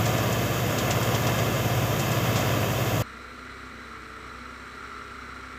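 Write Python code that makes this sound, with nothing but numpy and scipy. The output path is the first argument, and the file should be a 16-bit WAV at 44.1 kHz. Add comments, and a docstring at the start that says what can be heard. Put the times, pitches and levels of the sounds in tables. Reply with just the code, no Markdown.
"""A tractor's diesel throbs as it drives a paddy thresher in an open field; the sound is mono.
From a few metres off, exhaust harmonics beat against those of the straw blower, air roars,
and the drum slashes through straw. Then an abrupt change to the grain outlet: the engine is
a quiet hum, the shaft forces a steel frame to buzz, and random impacts excite clattering
sieves, a ringing chute and the basin that the rice pours into."""
import sys
import numpy as np
from scipy import signal
from scipy.fft import rfft, irfft, next_fast_len
from scipy.io import wavfile
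from scipy.ndimage import uniform_filter1d

SR = 44100
rng = np.random.default_rng(int(sys.argv[2]) if len(sys.argv) > 2 else 0)


def wrap_up_sound(samples):
    """Save the sound to the file named by the first command line argument, as 16-bit audio."""
    columns = np.atleast_2d(samples).T
    # keep every value between -1 and 1, then stretch to whole-number steps
    tamed = np.clip(columns, -1, 1)
    steps = np.round(tamed * 32767).astype(np.int16)
    wavfile.write(sys.argv[1], SR, steps)


N = 246078
T = np.arange(N) / SR
CUT_S = 3.024  # from the field to the outlet


# Exhaust harmonics: crank_multiple, field_level_db, outlet_level_db
EXHAUST_HARMONICS = [(1, -74, -71), (2, -43, -52), (3, -37.5, -60), (4, -34.5, -64), (5, -41.5, -67.5),
                     (6, -42, -69), (7, -42, -65.5), (9, -46.5, -99), (10, -50, -72)]

def exhaust(crank, at_outlet=False):
    """Periodic gas pulses radiate a harmonic series on the rotation rate of the crank."""
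    orders = [(k, outlet_db if at_outlet else field_db) for k, field_db, outlet_db in EXHAUST_HARMONICS]
    return drone(crank, orders, waver_db=1.0)


# Blower harmonics: shaft_multiple, level_db
BLADE_HARMONICS = [(2, -59), (3, -47.5), (4, -31.5), (5, -42), (6, -41.5), (7, -57.5), (12, -49)]

def blower(shaft):
    """Four blades put the strongest tone at the blade-passing frequency, four times the shaft rate."""
    return drone(shaft, BLADE_HARMONICS, waver_db=1.2)


# Air spectrum: frequency_hz, density_db_per_hz
AIR_SPECTRUM = [(20, -89), (48, -78), (70, -67), (110, -55), (155, -58), (245, -59), (400, -58.5),
                (660, -56.5), (765, -59), (850, -73), (1500, -72), (3700, -73), (4100, -84.5),
                (9000, -102.5)]

def air_roar(shaft):
    """Turbulence gives broadband noise, amplitude-modulated as the blades chop the air."""
    gusts = 1 + 0.086 * tone(shaft, 2) + 0.068 * tone(shaft, 4)
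    return colour(rng.standard_normal(N) * gusts * amp(0.47 * drift(37)), slope(AIR_SPECTRUM))


# Peaks in the straw's roar, coloured by reflection off the ground: centre_hz, width_hz, peak_db_per_hz
STRAW_ROAR_PEAKS = [(1014, 123, -63), (1151, 325, -64.5), (1355, 430, -69.5), (1696, 154, -65.5),
                    (2088, 176, -67), (2620, 160, -65.5), (3145, 213, -68.5), (3670, 36, -72),
                    (4750, 330, -75.5), (5450, 330, -78), (6740, 250, -74.5)]

def threshing(beaters):
    """Random impacts of straw merge into a roar, with the comb-filter peaks of a ground reflection."""
    impacts = patter(10000, 0.92) * beaters * amp(0.48 * drift(30))
    return colour(impacts, panels(humps(STRAW_ROAR_PEAKS), ripple_db=1.5, spacing_hz=25.04))


# Wads caught by the drum, mostly at the same point of its turn; thick stalks tear duller:
# start_s, level_db, decay_s, tilt_db_per_octave
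STRAW_WADS = [(0.054, -32, .014, 0), (0.178, -35.5, .009, -2), (0.325, -34, .006, 4),
              (0.783, -31, .011, -2), (0.905, -26.5, 0.0095, -3), (1.027, -35.5, .008, 6),
              (1.146, -29, .007, -4), (1.268, -32, .008, -1), (1.386, -34, .006, -1),
              (1.992, -33.5, 0.013, 6), (2.114, -34, .01, 0), (2.354, -32, .036, -3)]
# Spectrum of tearing straw: frequency_hz, relative_db
TEAR_SPECTRUM = [(800, -20), (2200, -7), (3300, -1), (4200, -4), (6500, 0), (7750, -1), (8300, -13),
                 (15000, -24)]

def slashes(rise_s=0.004, pivot_hz=5500):
    """Fracture: each wad tears in a burst of snaps that decays exponentially."""
    out = np.zeros(N)
    snaps = patter(14000, 1.6)
    spectrum = slope(TEAR_SPECTRUM)
    for start_s, level_db, decay_s, tilt_db in STRAW_WADS:
        first = round(start_s * SR)
        span = slice(first, first + SR // 4)
        age = T[span] - T[first]
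        burst = (1 - np.exp(-age / rise_s)) * np.exp(-age / decay_s)
        gain = lambda hz: spectrum(hz) * amp(tilt_db * np.log2(np.clip(hz / pivot_hz, .5, 2)))
        out[span] += amp(level_db) * burst / burst.max() * evened(colour(snaps[span], gain))
    return out


# Drive gear tones: teeth_per_crank_turn, level_db
GEAR_MESHES = [(36, -48), (54, -71)]

def gear_whine(crank):
    """Gears sound at the tooth-meshing frequency; backlash blurs it by phase modulation."""
    return drone(crank + 0.0017 * drift(7.3), GEAR_MESHES, waver_db=2.0)


# Chaff spectrum: frequency_hz, density_db_per_hz
CHAFF_SPECTRUM = [(2000, -100), (4000, -82.5), (5400, -80), (6000, -77), (7700, -77.5), (8000, -84.3),
                  (10300, -86.7), (11400, -83.8), (12300, -78.7), (13100, -76.7), (15500, -81)]

def chaff_jet(beaters):
    """Dense tiny impacts of chaff merge into a hiss, like shot noise."""
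    impacts = patter(40000, .3) * beaters
    return colour(impacts, panels(slope(CHAFF_SPECTRUM), ripple_db=.9, spacing_hz=60))


# Engine speed, sagging as sheaves go in: time_s, speed_rpm
FIELD_SPEED = [(0.0, 1988), (1.2, 1976), (2.14, 2002), (2.53, 1934), (3.02, 1945)]
# Sheaves passing through the drum: start_s, length_s, rise_db
SHEAF_LOADS = [(-0.2, 0.65, 1.5), (0.677, 0.95, 2.5), (1.955, 0.35, 2.0), (2.218, 0.41, 3)]

def field():
    """Exhaust and blower beat at nearby frequencies; each sheaf swells the noises in one arch."""
    crank = np.cumsum(speed(FIELD_SPEED)) / SR
    shaft = crank * .869  # belt ratio; it slips a little more in the field
    drum = crank / 4
    load_db = -1.45  # the nearly empty drum
    for start_s, length_s, rise_db in SHEAF_LOADS:
        load_db += rise_db * np.sin(np.pi * np.clip((T - start_s) / length_s, 0, 1))
    throb = exhaust(crank) + blower(shaft)
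    whine = gear_whine(crank)
    roar = amp(0.43 * load_db) * air_roar(shaft)
    beaters = 1 + 0.011 * tone(drum, 5) + 0.024 * tone(drum, 1)  # five rows of pegs sweep the straw
    straw = amp(load_db) * threshing(beaters)
    chaff = amp(0.22 * load_db) * chaff_jet(beaters)
    return throb * amp(.5 * drift(7.0)) + whine + roar + straw + chaff + slashes()


# Envelope of the shaft harmonics: frequency_hz, level_db
BUZZ_SPECTRUM = [(55, -65), (130, -72), (220, -72), (420, -76), (600, -76), (1020, -76), (1200, -65.5),
                 (1330, -52.5), (1560, -72.5), (2080, -65.5), (2600, -89)]
# Sharp modes of the steel frame: centre_hz, width_hz, peak_db
FRAME_MODES = [(255.2, 7.6, -53.5), (299.2, 8.3, -53.5), (374, 9.3, -61), (404.7, 11, -57.5),
               (440.7, 11.7, -56), (506, 9.3, -60.5), (1136, 9.6, -53.5), (1160, 11, -79), (1205, 21, -56),
               (1270, 9.7, -65), (1393, 16, -49.5), (1515, 11, -54.5), (1825, 11, -69), (2215, 15, -57.5),
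               (2294, 12, -58.5), (2453, 19, -61.5)]

def frame_buzz(shaft_hz, rattle, odd_db=-5, waver_db=5.0):
    """Forced vibration: shaft harmonics flare up as the speed carries them over the frame's modes."""
    turns = np.cumsum(shaft_hz) / SR + .0007 * drift(30)
    coarse = slice(None, None, SR // 50)
    out = np.zeros(N)
    for k in range(2, 90):
        hz = k * shaft_hz[coarse]
        waver = np.tanh(evened(uniform_filter1d(rng.standard_normal(len(hz)), size=11)))
        # two knocks a turn favour even harmonics
        bed = slope(BUZZ_SPECTRUM)(hz) * amp(odd_db * (k % 2) + waver_db * waver)
        level = np.interp(T, T[coarse], np.hypot(bed, humps(FRAME_MODES)(hz)))
        in_sieve_range = 1000 < hz.mean() < 1600
        out += level * (rattle if in_sieve_range else 1) * tone(turns, k)
    return out


# Sieve tray resonances: centre_hz, width_hz, peak_db_per_hz
SIEVE_MODES = [(1120, 87, -91), (1288, 170, -72.5), (2850, 90, -90), (5490, 100, -89.5), (5760, 70, -92)]

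def sieves(knocks):
    """Impact excitation: uneven blows make the loose trays clatter at their modes."""
    return colour(patter(3500, 2.3) * knocks, humps(SIEVE_MODES))


# Spectrum of rice landing in the basin: frequency_hz, density_db_per_hz
RICE_SPECTRUM = [(900, -100), (1600, -77.5), (2050, -78.5), (2400, -87), (2700, -86), (3400, -93.5),
                 (4400, -93), (5100, -97), (5900, -97.5), (6700, -101), (8400, -98), (9500, -111),
                 (12000, -125)]

def rice():
    """Independent grain impacts superpose into a steady pouring noise."""
    return colour(patter(12000, 0.57), panels(slope(RICE_SPECTRUM), ripple_db=2.5, spacing_hz=48.5))


# Grain chute resonances: centre_hz, width_hz, peak_db_per_hz
CHUTE_MODES = [(3760, 120, -88.5), (4000, 70, -81), (4130, 50, -83), (4950, 50, -96)]

def chute(fade_db_per_s=1.4):
    """Grains ring the steel chute at its natural frequencies; the ring slowly dies down."""
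    fade = amp(-fade_db_per_s * (T - T[T > CUT_S].mean()))
    return fade * colour(patter(7000, 0.89), humps(CHUTE_MODES))


# Noise inside the machine: frequency_hz, density_db_per_hz
RUMBLE_SPECTRUM = [(20, -100), (48, -95), (80, -83), (120, -79.5), (190, -88), (235, -69.5), (275, -81),
                   (430, -78.5), (560, -84), (800, -87.5), (1100, -81.5), (3000, -105), (10000, -110),
                   (15500, -110.5)]

def rumble():
    """Stationary random noise with most of its power at low frequencies."""
    return colour(rng.standard_normal(N), slope(RUMBLE_SPECTRUM))


# Engine speed, hunting slowly under the governor: time_s, speed_rpm
OUTLET_SPEED = [(3.22, 1918), (3.56, 1976), (4.0, 1899), (4.2, 1895), (4.86, 2004), (5.58, 1945)]
# How hard the frame and sieves rattle: time_s, gain_db
RATTLE_GAIN = [(3.03, -2.3), (3.95, -2.6), (4.65, 0.5), (4.82, 1), (5.2, 1.5), (5.58, -1)]

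def outlet(belt_ratio=.8715, turns_per_stroke=5, flow_db_per_percent=0.22):
    """A common drive modulates the sources: the faster the sieves shake, the more rice comes down."""
    crank_hz = speed(OUTLET_SPEED)
    crank = np.cumsum(crank_hz) / SR
    shaft = crank * belt_ratio
    stroke_db = .5 * tone(shaft / turns_per_stroke, 1)  # the sieves rattle harder once a stroke
    rattle = amp(np.interp(T, *np.transpose(RATTLE_GAIN)) + stroke_db)
    overspeed_percent = 100 * (crank_hz / crank_hz[T > CUT_S].mean() - 1)
    flow = amp(flow_db_per_percent * overspeed_percent)
    hum = exhaust(crank, at_outlet=True)
    # loose parts flutter with the shaft
    knocks = 1 + 0.076 * tone(shaft, 1) + 0.047 * tone(shaft, 2) + 0.092 * drift(90)
    noises = rattle * sieves(knocks) + flow * (chute() + rice()) + rumble()
    return hum + noises + frame_buzz(crank_hz * belt_ratio, rattle * knocks)


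def amp(db):
    """Decibels to amplitude ratio."""
    return 10 ** (np.asarray(db) / 20)


def evened(x):
    """Normalisation to unit rms."""
    return x / np.sqrt(np.mean(x ** 2) + 1e-20)


def speed(rows):
    """Rotation rate in Hz, interpolated from points in rpm."""
    return np.interp(T, *np.transpose(rows)) / 60


def tone(turns, multiple):
    """One harmonic of a rotation, with unit rms and random phase."""
    return np.sqrt(2) * np.cos(2 * np.pi * (round(multiple) * turns + rng.random()))


def drone(turns, orders, waver_db):
    """Superposed shaft harmonics, each wavering in level."""
    return sum(amp(db + waver_db * drift(4.1)) * tone(turns, k) for k, db in orders)


def drift(rate_hz):
    """Low-pass noise: a smooth random fluctuation of unit rms."""
    hz = np.fft.rfftfreq(N, 1 / SR)
    return evened(irfft(rfft(rng.standard_normal(N)) * np.exp(-(hz / rate_hz) ** 2), N))


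def patter(per_s, spread_db):
    """A random impulse train: tiny impacts, a few larger than the rest."""
    size = amp(spread_db * np.minimum(rng.exponential(1, N), 4))
    return evened(size * rng.standard_normal(N) * (rng.random(N) < per_s / SR))


def slope(points):
    """Frequency response, straight between points on log axes."""
    f, db = np.transpose(points)
    return lambda hz: amp(np.interp(np.log(hz + 1), np.log(f + 1), db))


def humps(peaks):
    """Frequency response of steep-sided peaks, summed in power."""
    return lambda hz: np.sqrt(sum((amp(db) / (1 + 2 * ((hz - centre) / width) ** 2)) ** 2
                                  for centre, width, db in peaks))


def panels(gain, ripple_db, spacing_hz):
    """High modal density: sheet steel lays fine ridges over a frequency response."""
    ridges = np.clip(rng.standard_normal(4000), -2, 2)
    return lambda hz: gain(hz) * amp(ripple_db * np.interp(hz / spacing_hz, range(len(ridges)), ridges))


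def colour(x, gain):
    """Linear filtering of a white drive, so that gain sets its spectral density."""
    size = next_fast_len(len(x))
    spectrum = rfft(evened(x), size) * gain(np.fft.rfftfreq(size, 1 / SR))
    return irfft(spectrum, size)[:len(x)] * np.sqrt(SR / 2)


def scene():
    """The field, then a 3 ms crossfade to the outlet, alike in both channels."""
    outlet_share = np.clip((T - CUT_S) / .003 + .5, 0, 1)
    return np.tile((1 - outlet_share) * field() + outlet_share * outlet(), (2, 1))


def record(dry, cutoff_hz=15520):
    """A steep low-pass filter limits the bandwidth."""
    lowpass = signal.firwin(511, cutoff_hz, window=("kaiser", 9), fs=SR)
    return signal.oaconvolve(dry, lowpass[None], "same")


dry = scene()
out = record(dry)
wrap_up_sound(out)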